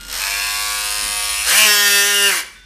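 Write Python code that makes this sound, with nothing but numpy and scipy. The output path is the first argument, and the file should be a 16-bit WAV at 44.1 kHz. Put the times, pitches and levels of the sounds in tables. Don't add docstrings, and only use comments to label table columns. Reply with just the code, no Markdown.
import sys
import numpy as np
from scipy import signal
from scipy.fft import rfft, irfft
from scipy.io import wavfile
from scipy.ndimage import uniform_filter1d

SR = 44100
rng = np.random.default_rng(int(sys.argv[2]) if len(sys.argv) > 2 else 0)


def store_wav(level_fs):
    pcm = np.round(np.clip(np.atleast_2d(level_fs), -1, 1) * 32767)
    wavfile.write(sys.argv[1], SR, pcm.T.astype(np.int16))


N = 116865

# place as a share of the turn, level when slow in dB,
# level when fast in dB, low-pass cutoff in Hz, ring against click in dB.
KNOCKS = [(0.394, 2, -3.5, 9750, 6), (0.458, -4, 2, 13300, 5), (0.639, -1, 3.5, 8200, 23),
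          (0.919, -10, -6.5, 11740, 51), (0.098, -2.5, 3, 3000, 12), (0.196, -36, -3.5, 8100, 31)]
JITTER_S = 2.2e-5
TONE_WAVER_DB = 1.7


def saw():
    # time in seconds, amount from 0 to 1.
    looseness = [(0, 0.8), (.25, 0.77), (.7, 0.54), (1.42, 0.56), (1.5, 0.85), (1.64, 0.24), (1.69, 0.44),
                 (2.27, 0.4), (2.35, 0.8)]
    rattling = [(.08, .6), (.17, 1), (.25, 0.46), (.4, 0), (1.43, 0.09), (1.5, 0.75), (1.55, 0.66),
                (1.6, 0.33), (1.65, 0.4), (1.7, 0.02), (2.28, 0.28), (2.32, 0.89), (2.41, 1)]
    # time in seconds, level in dB.
    shaking = [(0.0, -38), (0.07, -37), (0.12, -25.5), (0.22, -22), (1.45, -22.5), (1.5, -16.5),
               (1.59, -11.5), (1.76, -15), (1.98, -14.5), (2.11, -17.5), (2.28, -17), (2.39, -24.5),
               (2.41, -29), (2.425, -35.5), (2.47, -69), (2.55, -75.5)]
    bloom = [(0, -27), (.2, -8.5), (.4, -7), (.65, -2.5), (1.26, -2.5), (1.42, -6.5), (1.5, -3),
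             (1.57, -1.5), (1.64, 1.5), (1.69, -2.5), (2.0, -1.5), (2.28, 1), (2.33, -3), (2.41, -5)]
    hz = motor_speed()
    turns = np.cumsum(hz) / SR
    slow_hz, fast_hz = 118, 185
    fast = np.clip((hz - slow_hz) / (fast_hz - slow_hz), 0, 1)
    loose, rattle = curve(looseness), curve(rattling)
    tone = undb(curve(bloom)) * housing_tone(turns, fast, rattle) + singing_overtones(turns)
    knocks = linkage(turns, fast, loose, rattle)
    clatter = knock_colour(knocks, fast) + blade(knocks, fast, rattle) + gear_head(knocks)
    clatter += handle(knocks, loose) + (1 - fast) * clamp_tick(turns, loose)
    effort = undb(curve(shaking))
    return effort * tone, effort * clatter


def motor_speed():
    # time in seconds, turns per second.
    spin_up = [(0, 39.4), (.06, 60), (.11, 67), (.15, 84), (.2, 96.5)]
    half_trigger = [(0.25, 98.1), (0.314, 100.1), (0.416, 102), (0.774, 103.2), (1.186, 103.2),
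                    (1.392, 102.1), (1.43, 104.2)]
    squeeze = [(1.46, 112.5), (1.48, 132.6), (1.512, 162.1), (1.55, 196.2)]
    full_trigger = [(1.58, 214.6), (1.6, 214.2), (1.648, 214.8), (1.688, 208.2), (1.902, 201.6),
                    (2.018, 201.4), (2.088, 203.7), (2.28, 200.1)]
    run_down = [(2.336, 182.2), (2.365, 174.7), (2.4, 153.3), (2.5, 88.1)]
    hz = curve(spin_up + half_trigger + squeeze + full_trigger + run_down)
    return hz * (1 + 0.000935 * walk(25.505))


def housing_tone(turns, fast, rattle, settled_s=1.69, settling_s=0.042):
    # multiple of the speed, relative level in dB.
    slow_orders = [(1, -22), (2, -21), (3, -20), (4, -14), (5, -18), (6, -18), (7, -4), (8, -16), (9, -4),
                   (10, 0), (11, -1), (12, -7), (13, -11), (14, -5), (15, -2), (16, -2), (17, -9), (18, -9)]
    fast_orders = [(1, -19), (2, -9), (3, -16), (4, -19), (5, -14), (6, -8), (7, -5), (8, 0), (9, -5),
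                   (10, -10), (11, -11), (12, -13), (13, -12), (14, -8), (15, -6), (16, -9), (17, -16),
                   (18, -17), (19, -12), (20, -18), (21, -15), (22, -15), (23, -15), (24, -12), (25, -18),
                   (26, -14), (27, -9), (28, -12), (29, -13), (30, -10), (31, -10)]
    surge_orders = [(1, -17), (2, -19), (3, -10), (4, -19), (5, -11), (6, -11), (7, -8), (8, -20), (9, -9),
                    (10, -12), (11, -2), (12, 0), (13, -1), (14, 0), (15, -14), (16, -13)]
    # frequency in Hz, gain in dB.
    fast_eq = [(900, 1), (1250, -3.5), (1620, -1), (2100, -3.5), (2600, -0.5), (3000, -2), (4600, -1),
               (6000, -2)]
    swing = turns + .02 * rattle ** 2 * walk(250)

    def harmonics(orders):
        return unit(sum(undb(db + TONE_WAVER_DB * walk(7.16))
                        * np.cos(2 * np.pi * k * swing + 1.52 * rng.standard_normal())
                        for k, db in orders))

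    settled = undb(-1.5) * colour(harmonics(fast_orders), fast_eq)
    surge = undb(-3.5) * harmonics(surge_orders)
    slow = undb(-5.5) * harmonics(slow_orders)
    surging = np.clip((settled_s - np.arange(N) / SR) / settling_s, 0, 1)
    return crossfade(slow, crossfade(settled, surge, surging), fast)


def linkage(turns, fast, loose, rattle, scatter_db=1.5, rattle_jitter_s=.00025, rasp_s=0.00036):
    knocks, energy = np.zeros(N), np.zeros(N)
    for place, slow_db, fast_db, cutoff_hz, ring_db in KNOCKS:
        at, late, hard = each_turn(turns, place)
        i = at.astype(int)
        strength = undb(slow_db + (fast_db - slow_db) * fast[i] + scatter_db * loose[i] * hard)
        jitter_s = JITTER_S * loose[i] + rattle_jitter_s * rattle[i] ** 2
        train = clicks(at + jitter_s * SR * late, strength)
        knocks += signal.lfilter(*signal.butter(2, cutoff_hz, fs=SR), strike(train, ring_db))
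        energy += train ** 2
    bursts = np.sqrt(signal.lfilter([1], [1, -np.exp(-2 / rasp_s / SR)], energy))
    rasp = steady((steady(bursts) + 0.29) * rng.standard_normal(N))
    return steady(knocks) + undb(-2) * loose * rasp


def strike(train, ring_db, creep_per_s=3.5):
    shares = np.array([walk(creep_per_s) for _ in range(3)])
    shares /= np.linalg.norm(shares, axis=0)
    ring = sum(signal.oaconvolve(train * share, housing_ring())[:N] for share in shares)
    return (train + undb(ring_db) * ring) / np.hypot(1, undb(ring_db))


def housing_ring(decay_s=0.0044, size=900):
    burst = rng.standard_normal(size) * np.exp(-np.arange(size) / SR / decay_s)
    spectrum = rfft(burst, 4 * size)
    even = irfft(spectrum / uniform_filter1d(np.abs(spectrum), size=40))[:size]
    return even / np.linalg.norm(even)


def knock_colour(knocks, fast):
    # frequency in Hz, gain in dB.
    slow_eq = [(500, -50.5), (1050, -7.5), (1350, -8), (1700, -2.5), (2200, -5), (2700, 0.5), (3300, -1.5),
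               (4300, -2), (4900, -0.5), (5300, -3), (5900, -4.5), (7500, -4.5), (9100, -1.5), (9850, -13),
               (10250, -25), (10600, -9), (12300, -3), (14000, -4), (15500, -44)]
    fast_eq = [(500, -40), (1000, -12.5), (1650, -3), (2300, -6.5), (2850, 0), (3550, -7.5), (4300, -4.5),
               (4650, -2.5), (5150, -5.5), (6100, -2.5), (6800, -5.5), (9200, -4.5), (9900, -2),
               (10400, -32), (11000, -12), (12100, 1.5), (13000, -11), (14500, -0.5), (15500, -27.5)]
    return undb(-0.5) * crossfade(steady(colour(knocks, slow_eq)), steady(colour(knocks, fast_eq)), fast)


def blade(knocks, fast, rattle):
    # time in seconds, level in dB.
    ring_levels = [(.15, -17.5), (.6, -10.5), (1.0, -5.5), (1.35, -3), (1.62, -8.5), (1.76, -21),
                   (1.95, -8.5), (2.35, -6.5)]
    # frequency in Hz, width in Hz, level in dB.
    slow_modes = [(4230, 260, -15), (5230, 380, -14)]
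    ring = undb(curve(ring_levels)) * resonate(knocks, hz=9696, width_hz=144)
    modes = sum(undb(db) * resonate(knocks, hz, width) for hz, width, db in slow_modes)
    chatter = undb(-9) * rattle * resonate(knocks, hz=1800, width_hz=1520)
    return ring + (1 - fast) * modes + chatter


def singing_overtones(turns, fade_s=.035):
    # start in seconds, end in seconds, multiple of the speed, level in dB.
    overtones = [(1.66, 1.83, 14, -10), (1.67, 1.82, 16, -13.5), (1.68, 1.82, 21, -15),
                 (1.69, 1.82, 22, -15), (1.69, 1.82, 26, -15), (1.69, 1.81, 27, -15), (1.84, 2.03, 23, -9),
                 (1.85, 2.03, 19, -17), (1.86, 2.04, 13, -14), (2.0, 2.1, 30, -14), (2.1, 2.22, 22, -12.5),
                 (2.12, 2.21, 23, -12), (2.13, 2.28, 14, -11)]
    t, song = np.arange(N) / SR, np.zeros(N)
    for start, end, k, db in overtones:
        swell = np.clip(np.minimum(t - start, end - t) / fade_s + .5, 0, 1)
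        level = np.sqrt(2) * undb(db + TONE_WAVER_DB * walk(24))
        song += level * swell * np.sin(2 * np.pi * (k * turns + rng.random()))
    return song


def gear_head(knocks, width_hz=500):
    # time in seconds, centre in Hz, level in dB.
    resonance = [(.14, 2430, -38), (.22, 2580, -8.5), (.36, 2557, -5.5), (.46, 2700, -9), (.54, 2560, -18),
                 (1.25, 2630, -26), (1.4, 2770, -4), (1.529, 2476, -29), (1.61, 2570, -7), (1.7, 2960, -19),
                 (1.88, 2839, -33), (2.271, 2830, -9), (2.33, 2154, -5), (2.41, 2250, -8)]
    centre_hz = curve([(s, hz) for s, hz, _ in resonance])
    level = undb(curve([(s, db) for s, _, db in resonance]))
    carrier = np.exp(2j * np.pi * np.cumsum(centre_hz) / SR)
    band = signal.lfilter(*signal.butter(2, width_hz / 2, fs=SR), knocks / carrier) * carrier
    return level * steady(band.real)


def handle(knocks, loose):
    # frequency in Hz, width in Hz, level in dB at looseness 1.
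    modes = [(531, 99, -19), (651, 69, -20), (854, 133, -17.5)]
    return loose ** 2 * sum(undb(db) * resonate(knocks, hz, width) for hz, width, db in modes)


def clamp_tick(turns, loose, scatter_db=2):
    at, late, hard = each_turn(turns, place=KNOCKS[0][0])
    train = clicks(at + JITTER_S * SR * loose[at.astype(int)] * late, undb(scatter_db * hard))
    return undb(-11) * resonate(train, hz=5260, width_hz=1100)


def motor_whine(fades_by_s=.16, returns_s=2.55):
    # frequency in Hz, level in dB.
    start_lines = [(1416, -43), (2826, -48.5), (8032, -51)]
    stop_lines = [(1502, -52), (3553, -52.5)]
    t = np.arange(N) / SR
    start, stop = (sum(undb(db) * wavering_sine(hz, depth=0.0026, rate=60.35) for hz, db in lines)
                   for lines in (start_lines, stop_lines))
    return start * np.clip((fades_by_s - t) / 0.022, 0, 1) + stop * np.clip((t - returns_s) / 0.012, 0, 1)


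def grip_rumble():
    # peak time in seconds, half-width in seconds, level in dB.
    shifts = [(0.082, 0.17, -47.5), (0.78, 0.039, -53), (1.075, 0.091, -45)]
    # frequency in Hz, gain in dB.
    rumble_eq = [(40, 5), (110, -7), (260, 2), (450, -17), (2000, -44)]
    t = np.arange(N) / SR
    swells = sum(undb(db) * np.exp(-((t - at) / width) ** 2) for at, width, db in shifts)
    return swells * unit(colour(rng.standard_normal(N), rumble_eq))


def room(x, t60_s=0.55, treble_t60_s=0.054, split_hz=5400):
    age = np.arange(SR // 2) / SR
    noise = rng.standard_normal(len(age)) * (age > .004)
    low = signal.lfilter(*signal.butter(1, split_hz, fs=SR), noise)
    tail = low * undb(-60 * age / t60_s) + .5 * (noise - low) * undb(-60 * age / treble_t60_s)
    return undb(-12) * signal.fftconvolve(x, unit(tail) / np.sqrt(len(tail)))[:N]


def room_tone():
    # time in seconds, level of the lower hum in dB, level of the upper hum in dB.
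    hum_levels = [(0, -43.5, -61), (.9, -44.5, -54), (1.15, -44, -53), (1.42, -44, -43), (1.62, -52, -51),
                  (2.3, -55.5, -73), (2.5, -56, -62), (2.65, -49, -58)]
    # frequency in Hz, gain in dB.
    air_eq = [(25, -5), (50, 14), (90, -0.5), (200, 4.5), (600, -12.5), (2000, 0.5), (6000, -7),
              (15000, -69)]
    lower = undb(curve([(s, db) for s, db, _ in hum_levels])) * wavering_sine(48, depth=0.0225, rate=5.1)
    upper = undb(curve([(s, db) for s, _, db in hum_levels])) * wavering_sine(62, depth=0.0225, rate=5.1)
    return lower + upper + undb(-51) * unit(colour(rng.standard_normal(N), air_eq))


def undb(db):
    return 10 ** (np.asarray(db) / 20)


def unit(x):
    return x / np.sqrt(np.mean(x ** 2) + 1e-18)


def steady(x, size=2600):
    return x / np.sqrt(np.abs(uniform_filter1d(uniform_filter1d(x ** 2, size), size)) + 1e-12)


def curve(rows):
    return np.interp(np.arange(N) / SR, *np.array(rows, float).T)


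def crossfade(a, b, share):
    return np.sqrt(1 - share) * a + np.sqrt(share) * b


def walk(rate):
    hold = max(int(SR / rate), 2)
    steps = rng.standard_normal(2000).take(np.arange(N) // hold, mode="wrap")
    return unit(uniform_filter1d(steps, hold))


def wavering_sine(hz, depth, rate):
    return np.sqrt(2) * np.sin(2 * np.pi * np.cumsum(hz * (1 + depth * walk(rate))) / SR)


def colour(x, points, size=4096):
    hz, db = np.array(points, float).T
    f = np.maximum(np.fft.rfftfreq(size, 1 / SR), 1)
    cepstrum = irfft(np.log(undb(np.interp(np.log(f), np.log(hz), db))))
    cepstrum[1:size // 2] *= 2
    cepstrum[size // 2 + 1:] = 0
    return signal.fftconvolve(x, irfft(np.exp(rfft(cepstrum))))[:N]


def resonate(x, hz, width_hz):
    b, a = signal.iirpeak(hz, hz / width_hz, fs=SR)
    return steady(signal.lfilter(b, a, signal.lfilter(b, a, x)), size=5000)


def each_turn(turns, place, max_turns=600):
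    late, hard = rng.standard_normal((max_turns, 2))[:int(turns[-1])].T
    return np.interp(np.arange(len(late)) + place, turns, np.arange(N)), late, hard


def clicks(at, strength, size=8):
    out = np.zeros(N)
    index = at.astype(int)[:, None] + np.arange(1 - size, size + 1)
    offset = index - at[:, None]
    np.add.at(out, np.clip(index, 0, N - 1), strength[:, None] * np.sinc(offset) * np.sinc(offset / size))
    return out


def scene():
    tone, clatter = saw()
    reverb = room(clatter + .5 * tone)
    return (tone + clatter + reverb + motor_whine() + room_tone() + grip_rumble())[None]


def record(dry, ceiling=.9, top_hz=15500):
    rounded = dry / (1 + (dry / ceiling) ** 6) ** (1 / 6)
    return signal.sosfilt(signal.ellip(10, .1, 80, top_hz, fs=SR, output="sos"), rounded)


dry = scene()
out = record(dry)
store_wav(out)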